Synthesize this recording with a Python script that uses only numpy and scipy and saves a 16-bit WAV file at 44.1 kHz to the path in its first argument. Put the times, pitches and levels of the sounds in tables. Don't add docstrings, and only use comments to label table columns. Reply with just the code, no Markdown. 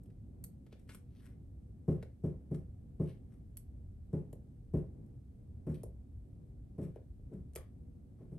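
import sys
import numpy as np
from scipy import signal
from scipy.fft import rfft, irfft, next_fast_len
from scipy.io import wavfile
from scipy.ndimage import map_coordinates

SR = 44100
rng = np.random.default_rng(int(sys.argv[2]) if len(sys.argv) > 2 else 0)


def store_pcm(level_fs):
    pcm = np.round(np.clip(level_fs, -1, 1) * 32767).astype(np.int16)
    wavfile.write(sys.argv[1], SR, np.atleast_2d(pcm).T)


def nominal_scale(level):
    x = np.asarray(level, float) / 20
    return 10 ** x


N = 369858

# start_s, ring_db, contact_brightness_hz, first_swing_db
DABS = [(1.88, -22.5, 510, -23), (2.237, -26, 432, -27), (2.512, -29, 417, -29), (2.998, -26.5, 495, -25.5),
        (4.131, -27, 413, -27.5), (4.737, -24.5, 473, -25.5), (5.667, -27, 373, -36),
        (5.692, -31.5, 300, -33.5), (6.782, -29.5, 418, -37), (6.8172, -34, 338, -31.5),
        (7.315, -38, 416, -48.5), (7.339, -49, 343, -38), (8.205, -50.5, 1110, -61),
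        (8.318, -40.5, 372, -38.5)]


def unit(x):
    return x / np.sqrt(np.mean(x ** 2) + 1e-20)


def along(points, hz):
    f, v = np.transpose(points)
    return np.interp(np.log(hz + 1), np.log(f + 1), v)


def wobble(rate):
    knots = rng.standard_normal(int(N * rate / SR) + 4)
    return map_coordinates(knots, [np.arange(N) * rate / SR])


def filtered(x, response):
    m = next_fast_len(x.shape[-1] + 8192)
    spectrum = rfft(x, m) * response(np.fft.rfftfreq(m, 1 / SR))
    return irfft(spectrum, m)[..., :x.shape[-1]]


def band(centre_hz, width_hz):
    return lambda f: (1j * f * width_hz / (centre_hz ** 2 - f * f + 1j * f * width_hz)) ** 2


def add(track, s, sound):
    part = track[..., round(s * SR):][..., :sound.shape[-1]]
    part += sound[..., :part.shape[-1]]


def rush(spectrum):
    # frequency_hz, likeness (0 to 1)
    likeness = [(30, 1), (150, 0.94), (400, 0.54), (1000, 0.15), (3000, 0.11), (12000, 0.21)]

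    def shape(hz):
        turn = np.arccos(np.clip(along(likeness, hz), -1, 1)) / 2
        return nominal_scale(along(spectrum, hz)) * [np.cos(turn), np.sin(turn)]

    mid, side = filtered(rng.standard_normal((2, N)), shape)
    return unit(np.array([mid + side, mid - side]))


def air():
    # time_s, level_db
    strength = [(0.0, -58.5), (0.35, -53.5), (0.65, -61), (1.03, -56), (1.38, -56.5), (1.92, -56.5),
                (2.57, -53.5), (3.48, -57.5), (3.76, -54), (4.13, -56.5), (4.6, -56.5), (4.76, -48.5),
                (5.09, -57), (5.79, -52.5), (6.0, -54.5), (6.8, -55), (7.05, -54.5), (8.39, -57)]
    # frequency_hz, density_db (per Hz)
    rumble_spectrum = [(8.8, -54.5), (15, -22.5), (22, -22), (35, -10), (49, -6.5), (65, -1.5), (130, -13),
                       (170, -49), (290, -120)]
    # frequency_hz, density_db (per Hz)
    draught_spectrum = [(59, -31.5), (100, 0.5), (273, -9), (297, -14.5), (422, -19.5), (443, -37),
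                        (482, -16), (512, -38.5), (537, -25), (614, -30.5), (736, -32), (903, -40.5),
                        (1800, -62.5), (2340, -56), (3960, -120)]
    # frequency_hz, density_db (per Hz)
    hiss_spectrum = [(500, -42.5), (1200, -1), (2500, -7.5), (5000, -11), (9000, -13), (12000, -15.5),
                     (16500, -3.5), (20000, -48)]
    rumble_db = np.interp(np.arange(N) / SR, *np.transpose(strength))
    rumble = nominal_scale(rumble_db + 2.5 * wobble(12)) * rush(rumble_spectrum)
    draught_db = -59 + 0.16 * (rumble_db - rumble_db.mean())
    draught = nominal_scale(draught_db + 1.5 * wobble(5)) * rush(draught_spectrum)
    return rumble + draught + nominal_scale(-90) * rush(hiss_spectrum)


def snaps():
    # start_s, crack_db, middle_db, knock_db, length_s
    breakages = [(.034, -60, -82, -70, 0.0078), (.059, -64, -61, -63, 0.0041),
                 (.102, -83, -54.5, -68, 0.008), (.440, -32, -47, -68, 0.0058),
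                 (.665, -75, -51, -58, 0.011), (.725, -88, -48.5, -48, 0.021), (.892, -79, -38, -54, 0.036),
                 (.947, -41, -38.5, -56, 0.0058), (2.027, -60, -39, -41, .0076),
                 (2.546, -67, -41, -46, 0.0073), (3.571, -33, -41.5, -75, 0.0027),
                 (4.329, -47.5, -49, -42.5, 0.005), (5.063, -65, -86, -80, 0.0032),
                 (5.834, -39, -48, -36.5, 0.0022), (6.706, -86, -79, -65, .003),
                 (6.959, -66.5, -53.5, -39, .004), (7.194, -88, -82, -60, .003),
                 (7.535, -53, -57, -67.5, 0.0029), (7.553, -36, -47, -50.5, .0042),
                 (7.559, -29.5, -28.5, -35.5, 0.0042), (7.593, -70, -57, -54, 0.0031)]
    touch_db, touch_s = (-37.5, -41, -31.5), .003
    pan_db, knock_lag_s = -3.5, .0015
    out, knocks, t = np.zeros((2, N)), np.zeros(N), np.arange(SR // 10) / SR
    sweep = 2 * np.pi * (310 * t + 420 * .003 * (1 - np.exp(-t / 0.003)))
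    knock = np.sin(sweep) * nominal_scale(-60 * t / 0.022) * (1 - np.exp(-t / 0.0014)) ** 2
    touches = [(s, *np.add(db, touch_db), touch_s) for s, db, *_ in DABS]
    for s, crack_db, middle_db, knock_db, length_s in breakages + touches:
        breaks = 0.22 * rng.standard_normal(len(t)) * np.exp(-2 * t / length_s)
        breaks[0] = .6
        crack = nominal_scale(crack_db) * filtered(breaks, band(10800, 15000))
        tick = nominal_scale(middle_db) * filtered(breaks, band(1500, 2800))
        add(out, s, (crack - tick) * nominal_scale([[pan_db / 2], [-pan_db / 2]]))
        add(knocks, s + knock_lag_s, nominal_scale(knock_db + 4) * knock)
    return out, knocks


def effort(t, swell_s, hold_s, fade_db_per_s):
    return nominal_scale(-18 * np.maximum(-t, 0) / swell_s - fade_db_per_s * np.maximum(t - hold_s, 0))


def rubs():
    # peak_s, swell_s, hiss_db, scrape_db, scrape_hz
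    strokes = [(.73, .02, -86, -70, 2780), (.8, 0.014, -75.5, -78, 2180), (0.901, 0.02, -67, -62, 2080),
               (0.946, 0.034, -62, -77, 2600), (1.136, 0.033, -101, -82.5, 2470),
               (1.2, 0.086, -97, -72, 3300), (1.262, 0.11, -70, -66.5, 1720),
               (2.038, 0.059, -87, -75.5, 1800), (2.55, 0.021, -77, -83, 2400),
               (3.097, 0.039, -69.5, -63.5, 2340), (3.336, 0.058, -82.5, -78, 1370),
               (5.746, 0.008, -69, -66, 2770), (6.842, 0.03, -73.5, -72.5, 1830),
               (6.96, .02, -95, -76, 1500), (7.336, 0.012, -81, -80, 1390), (7.575, 0.022, -73, -58, 1190),
               (8.226, 0.07, -91, -71, 610), (8.337, 0.046, -90, -94, 1800)]
    smear_hiss_db, smear_scrape_db, smear_hz = -51.5, -50.5, 1500
    smear_swell_s, smear_hold_s = 0.0039, 0.042
    hiss_fade, scrape_fade = 333, 217
    peel_speed = 2.2
    clumps = nominal_scale(1.2 * wobble(70) + 3.5 * wobble(400))
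    grains = np.pad(clumps * rng.standard_normal(N), SR)
    out, t = np.zeros(N + SR), np.arange(-SR // 4, SR // 3) / SR

    def bright(f):
        return band(8800, 7000)(f) + nominal_scale(4.5) * band(5700, 320)(f)

    smears = [(s, smear_swell_s, smear_hold_s, 1, db + smear_hiss_db, db + smear_scrape_db, smear_hz)
              for s, db, *_ in DABS]
    peels = [(s, swell_s, 0, peel_speed, *rest) for s, swell_s, *rest in strokes]
    for s, swell_s, hold_s, fast, hiss_db, scrape_db, hz in smears + peels:
        piece = grains[round((s + 1 + t[0]) * SR):][:len(t)]
        hiss = nominal_scale(hiss_db) * unit(filtered(piece, bright))
        hiss = hiss * effort(t, swell_s, hold_s, fast * hiss_fade)
        scrape = nominal_scale(scrape_db) * unit(filtered(piece, band(hz, 1.13 * hz)))
        scrape = scrape * effort(t, swell_s, hold_s, fast * scrape_fade)
        add(out, s + t[0], nominal_scale(-7.5) * (hiss + scrape))
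    return out[:N]


def dabs():
    # frequency_hz, level_db, t60_s
    canvas_modes = [(71.6, -6.5, 0.12), (108.9, -19.5, 0.23), (136.4, -6, 0.053), (155, -15, 0.16),
                    (191, -18, 0.28), (240.2, -8.5, 0.17), (289, -7.5, 0.16), (371, -2, 0.099),
                    (421.6, -2, 0.072), (519.6, -13, 0.24), (560.2, -13, 0.14), (626.7, -11.5, 0.093),
                    (769, -17.5, 0.089), (834, -30, 0.2), (1075, -22, 0.07)]
    out, t = np.zeros(N), np.arange(SR // 2) / SR
    hz, level_db, t60_s = np.transpose(canvas_modes)[:, :, None]
    sign = np.where(hz < 215, 1, -1)
    envelope = nominal_scale(level_db - 60 * t / t60_s) * (1 - np.exp(-t * hz / 0.5)) ** 3
    modes = envelope * sign * np.sin(2 * np.pi * hz * t)
    modes = modes * (1 - .6 * np.exp(-t / .009))
    late = t - .0112
    swing = -np.cos(2 * np.pi * 152 * late) * np.exp(-(late / .0055) ** 2)
    spot = rng.standard_normal((len(DABS), len(canvas_modes), 1))
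    weave = unit(filtered(rng.standard_normal((len(DABS), len(t))), band(750, 710)))
    weave = weave * nominal_scale(-37 - 60 * t / 0.16) * (1 - np.exp(-t / 0.0095))
    for (s, ring_db, bright_hz, swing_db), place, rattle in zip(DABS, spot, weave):
        contact = nominal_scale(1.17 * place) / (1 + (hz / bright_hz) ** 2)
        ring = np.sum(contact * modes, axis=0) + rattle
        add(out, s, nominal_scale(ring_db + 1.5) * ring + nominal_scale(swing_db) * swing)
    return out


def studio(x, wet_db, early_db, late_db, rise_s):
    # frequency_hz, t60_s
    decay = [(60, 0.49), (160, 0.24), (420, 0.25), (1100, 0.28), (3000, 0.24), (8000, 0.19), (14000, 0.15)]
    # delay_s, level_db
    walls = [
        (.0021, -19.5),
        (.0047, 5.5),
        (.0068, -5.5),
        (.0112, -18.5),
        (.0135, -20),
        (.0261, -2.5),
        (.0381, -10),
    ]
    hz, t, z = signal.stft(rng.standard_normal((2, SR // 2)), SR, nperseg=512)
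    fading = z * nominal_scale(-60 * t / along(decay, hz)[:, None])
    mid, side = signal.istft(fading, SR, nperseg=512)[1]
    side = filtered(side, lambda f: f / (f + 500))
    build_up = (1 - np.exp(-np.arange(len(mid)) / SR / rise_s)) ** 2
    tail = np.array([mid + side, mid - side]) * build_up
    answer = nominal_scale(wet_db) * tail / np.linalg.norm(tail[0])
    answer[:, 0] = 1
    for k, (s, db) in enumerate(walls):
        right_lag = k % 2 * np.array([0, 2])
        group_db = early_db if s < .02 else late_db
        answer[[0, 1], round(s * SR) + right_lag] += nominal_scale(db + group_db) / 2
    return signal.fftconvolve(x * np.ones((2, 1)), answer, axes=1)[:, :N]


def scene():
    # frequency_hz, left_over_right_db
    lean = [(250, 0.5), (500, 2.5), (1000, 5.5), (4000, 5), (8000, 3.5), (12000, 2)]
    background = air()
    cracks, knocks = snaps()
    ticks = studio(cracks, wet_db=-5.0, early_db=-4.0, late_db=-12, rise_s=0.00043)
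    ticks = ticks + studio(knocks, wet_db=-3.5, early_db=-14, late_db=-11, rise_s=0.0027)
    strokes = studio(rubs(), wet_db=-7.5, early_db=-18.5, late_db=-14, rise_s=0.017)
    canvas = studio(dabs(), wet_db=-7, early_db=-20, late_db=0, rise_s=.025)
    sources = canvas + ticks + strokes
    return filtered(sources, lambda hz: nominal_scale(along(lean, hz) * [[.5], [-.5]])) + background


def roll_off(x):
    return signal.sosfilt(signal.butter(12, 16700, fs=SR, output="sos"), x)


def record(dry):
    # frequency_hz, gain_db
    port_gain = [(20, 1.5), (5500, 3.5), (7200, 5), (9000, 12), (9700, 5), (10300, -2.5), (10800, 9),
                 (11400, 14.5), (12300, 5.5), (13600, -12.5), (15200, -5.5), (15900, -8), (16300, -40),
                 (22000, -17)]
    lead_s = .00003

    def ports(hz):
        return nominal_scale(along(port_gain, hz)) * np.exp(1j * np.pi * hz * lead_s * [[1], [-1]])

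    return roll_off(filtered(dry, ports))


dry = scene()
out = record(dry)
store_pcm(out)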